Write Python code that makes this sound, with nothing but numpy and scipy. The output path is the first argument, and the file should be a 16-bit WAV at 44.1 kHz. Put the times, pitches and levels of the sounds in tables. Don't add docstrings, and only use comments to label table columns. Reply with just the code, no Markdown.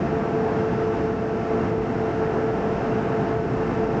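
import sys
import numpy as np
from scipy import signal
from scipy.fft import rfft, irfft, next_fast_len
from scipy.io import wavfile
from scipy.ndimage import uniform_filter1d, map_coordinates

SR = 44100
rng = np.random.default_rng(int(sys.argv[2]) if len(sys.argv) > 2 else 0)


def persist_wave(psi):
    counts = np.round(np.clip(psi, -1, 1) * 32767).astype(np.int16)
    wavfile.write(sys.argv[1], SR, np.atleast_2d(counts).T)


N = 176400
TIME_S = np.arange(N) / SR


def amp(db):
    return 10 ** (np.asarray(db) / 20)


def unit(x):
    return x / np.sqrt(np.mean(x ** 2) + 1e-20)


def over_time(points):
    return np.interp(TIME_S, *np.transpose(points))


def over_hz(points, hz):
    knots_hz, values = np.transpose(points)
    return np.interp(np.log(hz + 1), np.log(knots_hz + 1), values)


def wobble(knots_per_s):
    knots = rng.standard_normal(int(N * knots_per_s / SR) + 4)
    return map_coordinates(knots, [TIME_S * knots_per_s])


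def filtered(x, response):
    size = next_fast_len(N + SR // 2)
    return irfft(rfft(x, size) * response(np.fft.rfftfreq(size, 1 / SR)), size)[:N]


def coloured(x, spectrum):
    low_hz, high_hz = spectrum[0][0], spectrum[-1][0]
    skirts = lambda hz: (np.minimum(hz / low_hz, 1) * high_hz / np.maximum(hz, high_hz)) ** 2
    return unit(filtered(x, lambda hz: amp(over_hz(spectrum, hz)) * skirts(hz)))


def patchy_noise(spread_db):
    bins = signal.stft(rng.standard_normal(N), nperseg=512)[2]
    patches = uniform_filter1d(rng.standard_normal(bins.shape), size=6, axis=0)
    patches = uniform_filter1d(patches, size=14, axis=1)
    return unit(signal.istft(bins * amp(spread_db * unit(patches)), nperseg=512)[1][:N])


def sine(rms_db, phase_rad):
    return amp(rms_db) * np.sqrt(2) * np.sin(phase_rad)


def tones(lines, waver_db, drift_rad, knots_per_s):
    out = np.zeros(N)
    for hz, db in lines:
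        phase_rad = 2 * np.pi * (hz * TIME_S + rng.random()) + drift_rad * wobble(knots_per_s)
        out += sine(db + waver_db * wobble(knots_per_s), phase_rad)
    return out


def pour(flow_db):
    # (frequency [Hz], relative density [dB])
    spectrum = [(200, -8), (600, -0.5), (1000, -0.5), (1400, -1), (1800, -4.5), (2300, -11), (2700, -12.5),
                (3400, -22), (4300, -25.5), (5300, -24), (6500, -29.5), (7500, -35), (8300, -46.5),
                (8800, -58.5)]
    grains_per_s, grain_spread_db, grain_db = 9000, 2, -7
    clumps_per_s, clump_db = 22, 0.24
    hiss_hz, body_db_per_db, hiss_db_per_db = 2600, 1.15, 0.57
    level_db, echo_db = -36, -13
    strikes = rng.random(N) < grains_per_s / SR
    impacts = strikes * rng.standard_normal(N) * amp(grain_spread_db * rng.standard_normal(N))
    stream = coloured(patchy_noise(spread_db=0.25) + amp(grain_db) * unit(impacts), spectrum)
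    body = filtered(stream, lambda hz: 1 / (1 + (hz / hiss_hz) ** 2))
    hiss = stream - body
    body_db = body_db_per_db * flow_db + clump_db * wobble(clumps_per_s)
    rush = body * amp(body_db) + hiss * amp(hiss_db_per_db * flow_db)
    return amp(level_db) * unit(rush + amp(echo_db) * hold_echo(rush))


def hold_echo(x):
    # (frequency [Hz], T60 [s])
    decay = [(200, 0.66), (1500, 0.87), (8000, .3)]
    hz, age_s, bins = signal.stft(rng.standard_normal(SR), SR, nperseg=256)
    decay_db = -60 * age_s / over_hz(decay, hz)[:, None]
    tail = signal.istft(bins * amp(decay_db), SR, nperseg=256)[1]
    return signal.fftconvolve(x, tail / np.linalg.norm(tail))[:N]


def roar(flow_db):
    # (frequency [Hz], relative density [dB])
    spectrum = [(18, -31.5), (35, -19), (60, -7.5), (115, -1.2), (200, 0.4), (310, -3), (450, -4),
                (570, -9), (800, -9.5), (1000, -17.5), (1600, -31.5), (3000, -54)]
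    level_db, bass_hz = -26.5, 280
    bass_db_per_db, upper_db_per_db = 0.33, 0.22
    air = coloured(patchy_noise(spread_db=0.1), spectrum)
    bass = filtered(air, lambda hz: 1 / (1 + (hz / bass_hz) ** 4))
    upper = air - bass
    return amp(level_db) * (bass * amp(bass_db_per_db * flow_db) + upper * amp(upper_db_per_db * flow_db))


def midrange_swell(x):
    # (time [s], level before centring and depth [dB])
    swell = [(0, -0.5), (0.15, -0.5), (0.25, 3), (0.33, 0), (0.48, 5), (0.6, -0.5), (0.88, -1), (1.2, -1.5),
             (1.5, -2), (1.58, 2.5), (1.77, -3), (1.9, 0), (1.97, -2), (2.03, 2.5), (2.16, -3), (2.32, 4.5),
             (2.47, 0.5), (2.64, 1.5), (2.9, 0.5), (3.07, 1), (3.34, 1), (3.42, -3.5), (3.6, 0.5),
             (3.87, 0), (3.99, 0)]
    centre_hz, sigma_octaves, depth = 740, 0.54, 0.8
    swell_db = over_time(swell)
    band = filtered(x, lambda hz: np.exp(-0.5 * (np.log2((hz + 1) / centre_hz) / sigma_octaves) ** 2))
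    return x + band * (amp(depth * (swell_db - swell_db.mean())) - 1)


def diesel():
    # (multiple of the cycle, relative level [dB])
    orders = [(4, -59), (6, -58), (7, -56), (8, -50), (14, -51), (15, -54), (16, -46), (17, -46.5),
              (18, -52.5)]
    cycle_hz, midway_gain_db, rise_db_per_s = 7.345, -1, 2.5
    gain_db = midway_gain_db + rise_db_per_s * (TIME_S - N / SR / 2)
    lines = [(k * cycle_hz, db) for k, db in orders]
    return amp(gain_db) * tones(lines, waver_db=-2.5, drift_rad=0.2, knots_per_s=3.3)


def drive():
    # (harmonic number, relative level [dB])
    harmonics = [(2, -41), (3, -37), (8, -51), (10, -52), (14, -64)]
    hum_hz, gain_db = 114.55, -0.5
    lines = [(k * hum_hz, db) for k, db in harmonics]
    return amp(gain_db) * tones(lines, waver_db=1.5, drift_rad=0.2, knots_per_s=7)


def gears():
    # (frequency [Hz], level before swell [dB])
    lines = [(687.3, -36.7), (673.0, -43)]
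    # (time [s], gain [dB])
    swell = [(0, 2.7), (0.48, 1.5), (0.85, -0.5), (1.55, 1), (1.8, -4), (2.05, 0.8), (2.85, .4),
             (3.25, 3.1), (3.53, -3), (4, 1.8)]
    in_phase_s, drift_rad, waver_db = 0.054, 0.24, 0.6
    out = np.zeros(N)
    for hz, db in lines:
        phase_rad = 2 * np.pi * hz * (TIME_S - in_phase_s) + drift_rad * wobble(5.4)
        out += sine(db + waver_db * wobble(5.2), phase_rad)
    return amp(over_time(swell)) * out


def fans():
    # (blade rate [Hz], relative levels of harmonics 1, 2, 3 [dB])
    blades = [(439.52, -29.2, -48.5, -60), (443.88, -36.8, -51.5, -48.3)]
    # (time [s], level before centring and depth [dB])
    swell = [(0.0, -5), (0.15, -1.5), (0.5, 0.3), (0.87, 1.5), (1.3, -2.3), (1.56, 1), (1.75, -0.2),
             (1.9, -2.5), (2.08, 0.3), (2.28, 1.7), (2.52, 1.5), (2.8, -3), (3.2, 1), (3.48, -1.4),
             (3.7, -0.5), (3.85, 0.8), (3.99, 1.2)]
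    in_phase_s, drift_rad, waver_db = 0.394, 0.091, 0.48
    gain_db, depth = 0.25, 0.89
    out = np.zeros(N)
    for hz, *levels_db in blades:
        phase_rad = 2 * np.pi * hz * (TIME_S - in_phase_s) + drift_rad * wobble(5.94)
        for k, db in enumerate(levels_db, 1):
            out += sine(db + waver_db * wobble(8), k * phase_rad)
    swell_db = over_time(swell)
    return amp(gain_db + depth * (swell_db - swell_db.mean())) * out


def small_machines():
    # (frequency [Hz], relative level [dB])
    lines = [(149, -44), (204.6, -48.5), (236.9, -47), (243.6, -47.5), (384.8, -47.5), (473.6, -42.5),
             (787.7, -46.3), (816.1, -53), (1403.2, -60.5), (1503, -56.5), (1560.9, -54), (3000.2, -71),
             (3119, -75), (6666.8, -84), (7529.9, -84.5)]
    gain_db = -0.5
    return amp(gain_db) * tones(lines, waver_db=1.5, drift_rad=0.28, knots_per_s=4.05)


def slugs():
    # (peak time [s], two-sigma width [s], peak level [dB])
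    landings = [(0.061, 0.072, -24), (0.417, 0.059, -27.5), (0.759, 0.057, -27.5), (1.022, 0.054, -31),
                (1.96, .05, -32.5), (2.943, 0.093, -30), (3.224, 0.043, -29), (3.514, 0.091, -29),
                (3.791, .035, -29.5), (3.95, .06, -31)]
    # (frequency [Hz], relative density [dB])
    spectrum = [(80, -25.5), (125, -1.5), (190, 1), (250, -2.5), (340, -17)]
    envelope = sum(amp(db) * np.exp(-2 * ((TIME_S - peak_s) / width_s) ** 2)
                   for peak_s, width_s, db in landings)
    return envelope * coloured(rng.standard_normal(N), spectrum)


def scene():
    # (time [s], relative level [dB])
    flow = [(0.0, 1), (0.3, -1.5), (0.599, 1.6), (0.66, -0.5), (0.84, 1.4), (0.9, -2.5), (0.96, 1.5),
            (1.138, -2.5), (1.349, -2), (1.5, -0.5), (1.68, 1), (1.77, -4.5), (1.83, -1.5), (2.22, 0),
            (2.28, -0.7), (2.369, 0.5), (2.459, -1.1), (2.88, 1.5), (3.212, 0.1), (3.3, 1.6), (3.39, -3),
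            (3.72, 1.8), (3.9, -1), (3.99, 0.5)]
    flow_db = over_time(flow)
    noise = midrange_swell(pour(flow_db) + roar(flow_db))
    return (noise + slugs() + diesel() + drive() + gears() + fans() + small_machines())[None]


def record(dry):
    fade_s, top_hz = 0.003, 8750
    edge_s = np.minimum(TIME_S, TIME_S[::-1])
    faded = dry[0] * np.minimum(edge_s / fade_s, 1)
    return filtered(faded, lambda hz: hz < top_hz)[None]


dry = scene()
out = record(dry)
persist_wave(out)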